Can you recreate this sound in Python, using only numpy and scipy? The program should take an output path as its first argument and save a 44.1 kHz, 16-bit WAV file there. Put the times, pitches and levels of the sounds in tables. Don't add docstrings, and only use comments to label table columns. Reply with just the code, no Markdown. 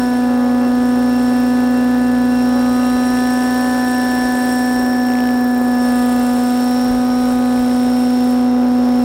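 import sys
import numpy as np
from scipy.fft import rfft, irfft, next_fast_len
from scipy.io import wavfile
from scipy.ndimage import map_coordinates

SR = 44100
rng = np.random.default_rng(int(sys.argv[2]) if len(sys.argv) > 2 else 0)


def int16_out(signal):
    q = np.round(np.clip(np.atleast_2d(signal).T, -1, 1) * 32767)
    wavfile.write(sys.argv[1], SR, q.astype(np.int16))


N = 398659

# (t/s, f/Hz)
FIRING_RATE = [(0, 247.6), (0.5, 246.4), (1, 247.6), (1.85, 248.4), (2.25, 247.9), (2.8, 248.9),
               (3.7, 250.3), (4.15, 249.4), (4.8, 249.2), (5.65, 246.8), (6.4, 246.4), (6.85, 248.8),
               (7.15, 249.2), (7.7, 248.2), (8.25, 248.5), (9.04, 247.0)]
# (t/s, height/m)
HEIGHT = [(0, 1.76), (.4, 0.96), (1.9, 0.88), (2.6, 0.88), (3.6, 1.78), (4.3, 1.85), (5.4, 1.47),
          (6.5, 1.4), (7.3, 1.19), (8.6, .65), (9.04, .6)]
# (t/s, angle/deg)
HEADING = [(0, -63), (2.2, -50), (3, -37.5), (4.2, -16.5), (5.48, 0.5), (6.3, 24), (7.2, 36), (9.04, 73)]
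MAIN_GEAR, TAIL_GEAR = 11 / 93, 70 / 15
PINION_TEETH = 11
HOVER_M, END_ON_DEG = 1.236, 11.4

# (level/dB at the reference height, climb/dB per m, beam angle/deg,
# beam width/deg, nose-left beam/dB, nose-right beam/dB, end-on change/dB)
EXHAUST_BEAMS = [(-14.5, -2.5, 16, 8.4, -0.5, 1, 0.4), (-28.9, 0.5, 20.7, 27, -4, -1.2, -.7),
                 (-27, 2, 51, 17, -2.6, -1, -0.3), (-36, 6, 38, 18, 0.4, -3.8, -4),
                 (-41.5, 8.5, 47, 13.4, 6.5, 3.5, -5.5)]
SINGING_BEAMS = [(-59, 4, 48, 27, -2, 7, -2), (-56.5, 7, 41, 9.7, 11, 8, -2)]
WHINE_BEAMS = [(-14, 0, 62, 45, 6, 14, 4), (-3, 0.33, 40.3, 7.7, -6, -6, 0.5),
               (-16, 2, 40.6, 14, 13, 13, 9)]
SCATTER_BEAM = (-49, 3.5, 16, 18, 8.5, -9, 5)
DOWNWASH_BEAM = (-37, 1, 21, 7, 0.2, 1, -0.3)

# (t/s, fifth order level/dB, silencer ring level/dB)
OVERTONES = [(0.0, -44, -34.5), (0.43, -37.5, -39), (2.09, -39.5, -33.5), (2.29, -43, -36.5),
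             (2.74, -31.5, -38), (3.2, -35.5, -31), (4.18, -41.5, -27), (5.49, -42, -31.5),
             (5.99, -34.5, -32.5), (6.39, -37, -41.5), (6.97, -37.5, -42), (7.15, -34.5, -56),
             (7.5, -37, -41), (8.03, -44.5, -54), (8.36, -42, -48), (8.41, -43, -57), (9.04, -44, -46)]
# (t/s, main rotor level/dB, tail rotor level/dB)
THRUM = [(0, -43.5, -33), (1, -40, -30.5), (2.2, -39, -31), (3.5, -42.5, -34), (5, -44, -34),
         (6.5, -43, -38), (9, -42, -37.5)]
# (t/s, level/dB)
TAIL_BUZZ = [(0, -44), (.3, -32.5), (1.2, -34.5), (2.8, -33), (3.4, -35), (3.9, -35.5), (4.7, -35),
             (6.4, -34.5), (6.95, -34), (7.4, -35.5), (7.8, -37), (8.6, -35.5), (9.04, -36)]
# (t/s, level/dB)
SLAP_LEVEL = [(0, -51.5), (2.5, -50.5), (3.2, -42.5), (4.85, -52), (5.1, -39.5), (5.29, -40), (5.45, -57.5),
              (7.6, -45), (9, -50)]
# (t/s, level/dB)
WHINE_LEVEL = [(0.0, -41), (0.53, -48), (1.18, -41), (2.26, -47), (2.44, -40.5), (4.3, -34.5), (4.38, -39),
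               (4.51, -35), (5.66, -45.5), (5.84, -36.5), (6.07, -45), (6.8, -34), (7.0, -43),
               (7.17, -39.5), (7.43, -49), (7.78, -40), (8.63, -47), (9.04, -43.5)]
# (t/s, level/dB)
TOOTH_TONE = [(0.0, -50), (0.22, -52.5), (3.15, -50), (5.61, -59), (6.04, -49), (7.15, -63), (8.06, -55),
              (8.74, -59), (8.99, -57), (9.04, -50)]
# (t/s, level/dB)
TREBLE = [(0.0, -40.5), (0.35, -47.5), (1.33, -41.5), (2.09, -44.5), (3.3, -37), (4.38, -36.5), (4.51, -35),
          (5.01, -40.5), (5.79, -40.5), (5.84, -37.5), (6.62, -37), (7.1, -43), (7.28, -38.5),
          (7.45, -42.5), (7.6, -40), (8.33, -42), (8.53, -52.5), (9.04, -45)]
# (t/s, half length/s, level/dB)
GUSTS = [(0, .04, -48), (1.27, .04, -52), (2.74, .04, -50), (2.938, .05, -45), (3.1, .08, -52),
         (3.31, .05, -50), (4.26, .08, -53), (4.772, .04, -55), (6.91, .09, -40.5), (7.207, .04, -50),
         (7.355, 0.072, -48), (7.612, .04, -42), (7.866, .04, -52)]

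# (engine order, level/dB)
BUZZ = [(8, -53.5), (9, -58.5), (10, -59), (12, -62.5), (13, -57), (14, -58.5), (17, -62), (19, -64),
        (20, -59)]
# (blade-pass order, level/dB)
MAIN_BLADES = [(1, -2), (2, 0.42), (3, -6.5), (4, -12)]
# (blade-pass order, level/dB)
TAIL_BLADES = [(2, 0.5), (3, -5), (4, -9.5), (5, -14), (6, -19)]
# (engine order, level/dB)
RATTLE_LINES = [(30, -6), (31, -2.5), (33, 1.5), (35, 0), (36, -18), (37, -2.5), (43, -19)]

# (f/Hz, level/dB)
WASH_COLOUR = [(40, -26), (80, -11), (150, -7.5), (270, -4.5), (380, 0), (560, 2), (800, -1.5),
               (1100, -7.5), (1600, -8.5), (2100, -15.5), (3500, -33)]
RASP_COLOUR = [(900, -27), (2000, -2), (2600, -1), (3800, 0.5), (5000, -1.5), (6500, -5.5), (8000, -8.5),
               (10500, -8), (12000, -16), (16000, -16)]
CLATTER_COLOUR = [(5500, -34.5), (7000, -7.5), (8200, 1), (8600, -7), (9200, 1), (9900, -7.5), (10800, -1),
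                  (12000, -15), (16000, -19)]
HEAD_COLOUR = [(6000, -35), (10500, -12), (12200, -6), (13500, -1.5), (14800, 4), (16000, -6)]
WIND_COLOUR = [(10, -8.5), (25, -8), (60, 5), (110, -6.5), (200, -8), (500, -39)]
GAS_COLOUR = [(1200, -31.5), (1600, -2), (1750, 1), (1850, -5), (2100, -38)]
SCUFF_COLOUR = [(4700, -50), (5250, -16), (5480, -2), (5700, -13), (6200, -49)]
CRACK_COLOUR = [(600, -18), (1400, 1.5), (2700, -0.5), (4500, -8.5), (9000, -16), (14000, -40)]
# (f/Hz, level/dB)
SCATTER_RESPONSE = [(190, -27), (300, 0.0), (380, 3.0), (600, -10), (1800, -45.0)]

# (level/dB, follow/dB per dB of treble swing, end-on change/dB)
RASP_LEVEL = (-40.07, 0.34, -3.1)
RATTLE_LEVEL = (-44, 1.22, -1.7)
HEAD_LEVEL = (-45.5, 0.76, 2.6)
RASP_WITH_WHINE = 0.15
SCATTER_SPREAD = 0.4
BREEZE_DB, BREEZE_SWING_DB, WIND_TRIM_DB = -59, 3, 8

# (f/Hz, gain ratio)
PORT_SPREAD = [(30, 0.41), (80, 0.48), (200, 0.017), (5000, 0.0017), (7300, .01), (8200, 0.1),
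               (16000, 0.17)]
# (f/Hz, left minus right level/dB, left lead/rad)
PORT_LEAN = [(60, -.7, 0.17), (250, -0.5, 0.16), (500, 1, 0.209), (1010, 1.68, -0.044), (1620, 1.5, -0.098),
             (1985, 0, 0)]
TOP_HZ = 15950


def amp(db):
    return 10 ** (np.asarray(db) / 20)


def unit(x):
    return x / np.sqrt(np.mean(x ** 2) + 1e-20)


def along(points, hz):
    f, v = np.transpose(points)
    return np.interp(np.log(hz + 1), np.log(f + 1), v)


def curves(rows):
    s, *cols = np.transpose(rows)
    t = np.arange(N) / SR
    return [np.interp(t, s, col) for col in cols]


def wobble(rate):
    knots = rng.standard_normal(int(N * rate / SR) + 4)
    return map_coordinates(knots, [np.arange(N) * rate / SR])


def filtered(x, response):
    m = next_fast_len(N + 8192)
    hz = np.fft.rfftfreq(m, 1 / SR)
    return irfft(rfft(x, m) * response(hz), m)[..., :N]


def noise(colour):
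    def mid_side(hz):
        return amp(along(colour, hz)) * np.array([np.ones_like(hz), along(PORT_SPREAD, hz)])

    mid, side = filtered(rng.standard_normal((2, N)), mid_side)
    return unit(np.array([mid + side, mid - side]))


def tone(turns):
    return np.sqrt(2) * np.cos(2 * np.pi * turns)


def stack(turns, orders):
    return sum(amp(db) * tone(round(k) * turns) for k, db in orders)


def bursts(turns, sharpness):
    return np.exp(sharpness * (np.cos(2 * np.pi * turns) - 1))


def lobe(at, centre, width):
    return np.exp(-((at - centre) / width) ** 2)


def radiated(pattern):
    db, climb_db, angle, width, left_db, right_db, end_db = pattern
    height, = curves(HEIGHT)
    heading, = curves(HEADING)
    beams = left_db * lobe(heading, -angle, width) + right_db * lobe(heading, angle, width)
    return db + climb_db * (height - HOVER_M) + beams + end_db * lobe(heading, 0, END_ON_DEG)


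def with_treble(rule):
    db, follow, end_db = rule
    treble_db, = curves(TREBLE)
    heading, = curves(HEADING)
    return db + follow * (treble_db - treble_db.mean()) + end_db * lobe(heading, 0, END_ON_DEG)


def wind():
    t = np.arange(N) / SR
    puffs = sum(amp(db) * lobe(t, s, length) for s, length, db in GUSTS)
    breeze = amp(BREEZE_DB + BREEZE_SWING_DB * wobble(8))
    return amp(WIND_TRIM_DB) * (breeze + puffs) * noise(WIND_COLOUR)


def rotor_head(rotor):
    swell = bursts(rotor + 0.008 * wobble(6), sharpness=4.6) * amp(0.7 * wobble(30))
    spit = amp(1.7 * wobble(900))
    return amp(with_treble(HEAD_LEVEL)) * unit(noise(HEAD_COLOUR) * (0.32 + swell) * spit)


def rotors(rotor):
    main_db, hum_db = curves(THRUM)
    tail_db, = curves(TAIL_BUZZ)
    main = amp(main_db) * stack(2 * rotor, MAIN_BLADES) * amp(0.39 * wobble(7.4))
    tail_pass = 2 * TAIL_GEAR * rotor
    flutter = stack(tail_pass + 0.036 * wobble(45), TAIL_BLADES) * amp(1.7 * wobble(25))
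    tail = amp(hum_db) * tone(tail_pass) + amp(tail_db - 1.6 + 1.3 * wobble(7)) * flutter
    pulse = (1 + 0.5 * bursts(2 * rotor, sharpness=0.43)) * amp(0.85 * wobble(18))
    wash = amp(radiated(DOWNWASH_BEAM) + 5) * unit(noise(WASH_COLOUR) * pulse)
    return main + tail + wash


def slap(rotor):
    slap_db, = curves(SLAP_LEVEL)
    cracks = bursts(2 * rotor, sharpness=17) * amp(0.8 * wobble(60))
    return amp(slap_db) * unit(cracks * noise(CRACK_COLOUR))


def whine(crank, rotor):
    whine_db, = curves(WHINE_LEVEL)
    lower, centre, upper = [amp(whine_db + radiated(row) + 1.42 * wobble(3.7)) for row in WHINE_BEAMS]
    mesh = 2 * PINION_TEETH * crank + 0.093 * wobble(120)
    fourfold = 4 * rotor
    tones = centre * tone(mesh)
    tones = tones + lower * tone(mesh - fourfold + rng.random())
    tones = tones + upper * tone(mesh + fourfold + rng.random())
    warble = amp(-13.5) * centre * tone(mesh - rotor + rng.random())
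    strength = np.sqrt(lower ** 2 + centre ** 2 + upper ** 2)
    scuff = amp(-5.5) * strength * noise(SCUFF_COLOUR)
    return (tones + warble) * amp(0.82 * wobble(150)) + scuff


def rattle(crank):
    lines = 0
    for k, db in RATTLE_LINES:
        turns = round(k) * crank + rng.random() + 0.087 * wobble(130)
        lines = lines + amp(db + 2.8 * wobble(4)) * tone(turns)
    knocks = 0.63 + bursts(crank, sharpness=8) + 0.7 * bursts(crank - 0.27, sharpness=4)
    clatter = unit(noise(CLATTER_COLOUR) * knocks)
    clumps = amp(0.82 * wobble(22) + 1.3 * wobble(150))
    return amp(with_treble(RATTLE_LEVEL)) * clumps * (amp(-2.0) * clatter + amp(-5.0) * unit(lines))


def rasp(crank, rotor):
    whine_db, = curves(WHINE_LEVEL)
    tooth_db, = curves(TOOTH_TONE)
    rasp_db = with_treble(RASP_LEVEL) + RASP_WITH_WHINE * (whine_db - whine_db.mean())
    gate = 1 + 0.55 * bursts(2 * crank, sharpness=2.8)
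    gate = gate * (1 + 0.13 * bursts(2 * rotor, sharpness=2.7))
    gas = amp(rasp_db) * unit(noise(RASP_COLOUR) * gate)
    buzz = 0
    for k, db in BUZZ:
        turns = round(k) * crank + rng.random() + 0.064 * wobble(90)
        buzz = buzz + amp(db + 2 * wobble(3.14)) * tone(turns)
    buzz = buzz * amp(rasp_db - rasp_db.mean())
    singing = 0
    for k, row in zip((15, 16), SINGING_BEAMS):
        singing = singing + amp(radiated(row) + 1.8 * wobble(12)) * tone(k * crank + 0.05 * wobble(90))
    tooth = amp(tooth_db + 0.6 + 2.7 * wobble(14)) * tone(PINION_TEETH * crank + 0.048 * wobble(90))
    return gas + buzz + singing + tooth * (1 + 0.27 * tone(rotor))


def chopped(pipe, rotor):
    scatter_db = radiated(SCATTER_BEAM)
    outer = amp(SCATTER_SPREAD * (scatter_db - scatter_db.mean()))
    blades = amp(scatter_db + 18.0) * tone(2 * rotor)
    blades = blades + outer * stack(2 * rotor, [(2, -28), (3, -41), (4, -66)])
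    boom = outer * amp(-27.0 + 1.4 * wobble(14)) * tone(TAIL_GEAR * rotor)
    sweep = blades + boom + amp(-31.5) * tone(rotor)
    return filtered(pipe * sweep, lambda hz: amp(along(SCATTER_RESPONSE, hz)))


def exhaust(crank):
    fifth_db, ring_db = curves(OVERTONES)
    firing = crank + 0.0033 * wobble(120)
    note = amp(fifth_db) * tone(5 * firing)
    for k, row in zip((1, 2, 3, 4, 6), EXHAUST_BEAMS):
        note = note + amp(radiated(row)) * tone(k * firing)
    gas = noise(GAS_COLOUR)[0]
    ring = tone(7 * firing) + amp(-22.5) * tone(9 * firing) + amp(-13.5) * gas
    return (note + amp(ring_db) * ring) * amp(0.11 * wobble(200))


def scene():
    firing_hz, = curves(FIRING_RATE)
    crank = np.cumsum(firing_hz) / SR
    rotor = MAIN_GEAR * crank
    air = wind() + rotor_head(rotor) + rotors(rotor) + slap(rotor)
    gears = whine(crank, rotor) + rattle(crank)
    pipe = exhaust(crank)
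    engine = pipe + chopped(pipe, rotor) + rasp(crank, rotor)
    return air + gears + engine


def record(dry):
    at_hz, lean_db, lead = np.transpose(PORT_LEAN)
    sides = np.array([[0.5], [-0.5]])

    def ports(hz):
        level = amp(sides * np.interp(hz, at_hz, lean_db))
        phase = np.exp(1j * sides * np.interp(hz, at_hz, lead))
        return level * phase * (hz < TOP_HZ)

    return filtered(dry, ports)


dry = scene()
out = record(dry)
int16_out(out)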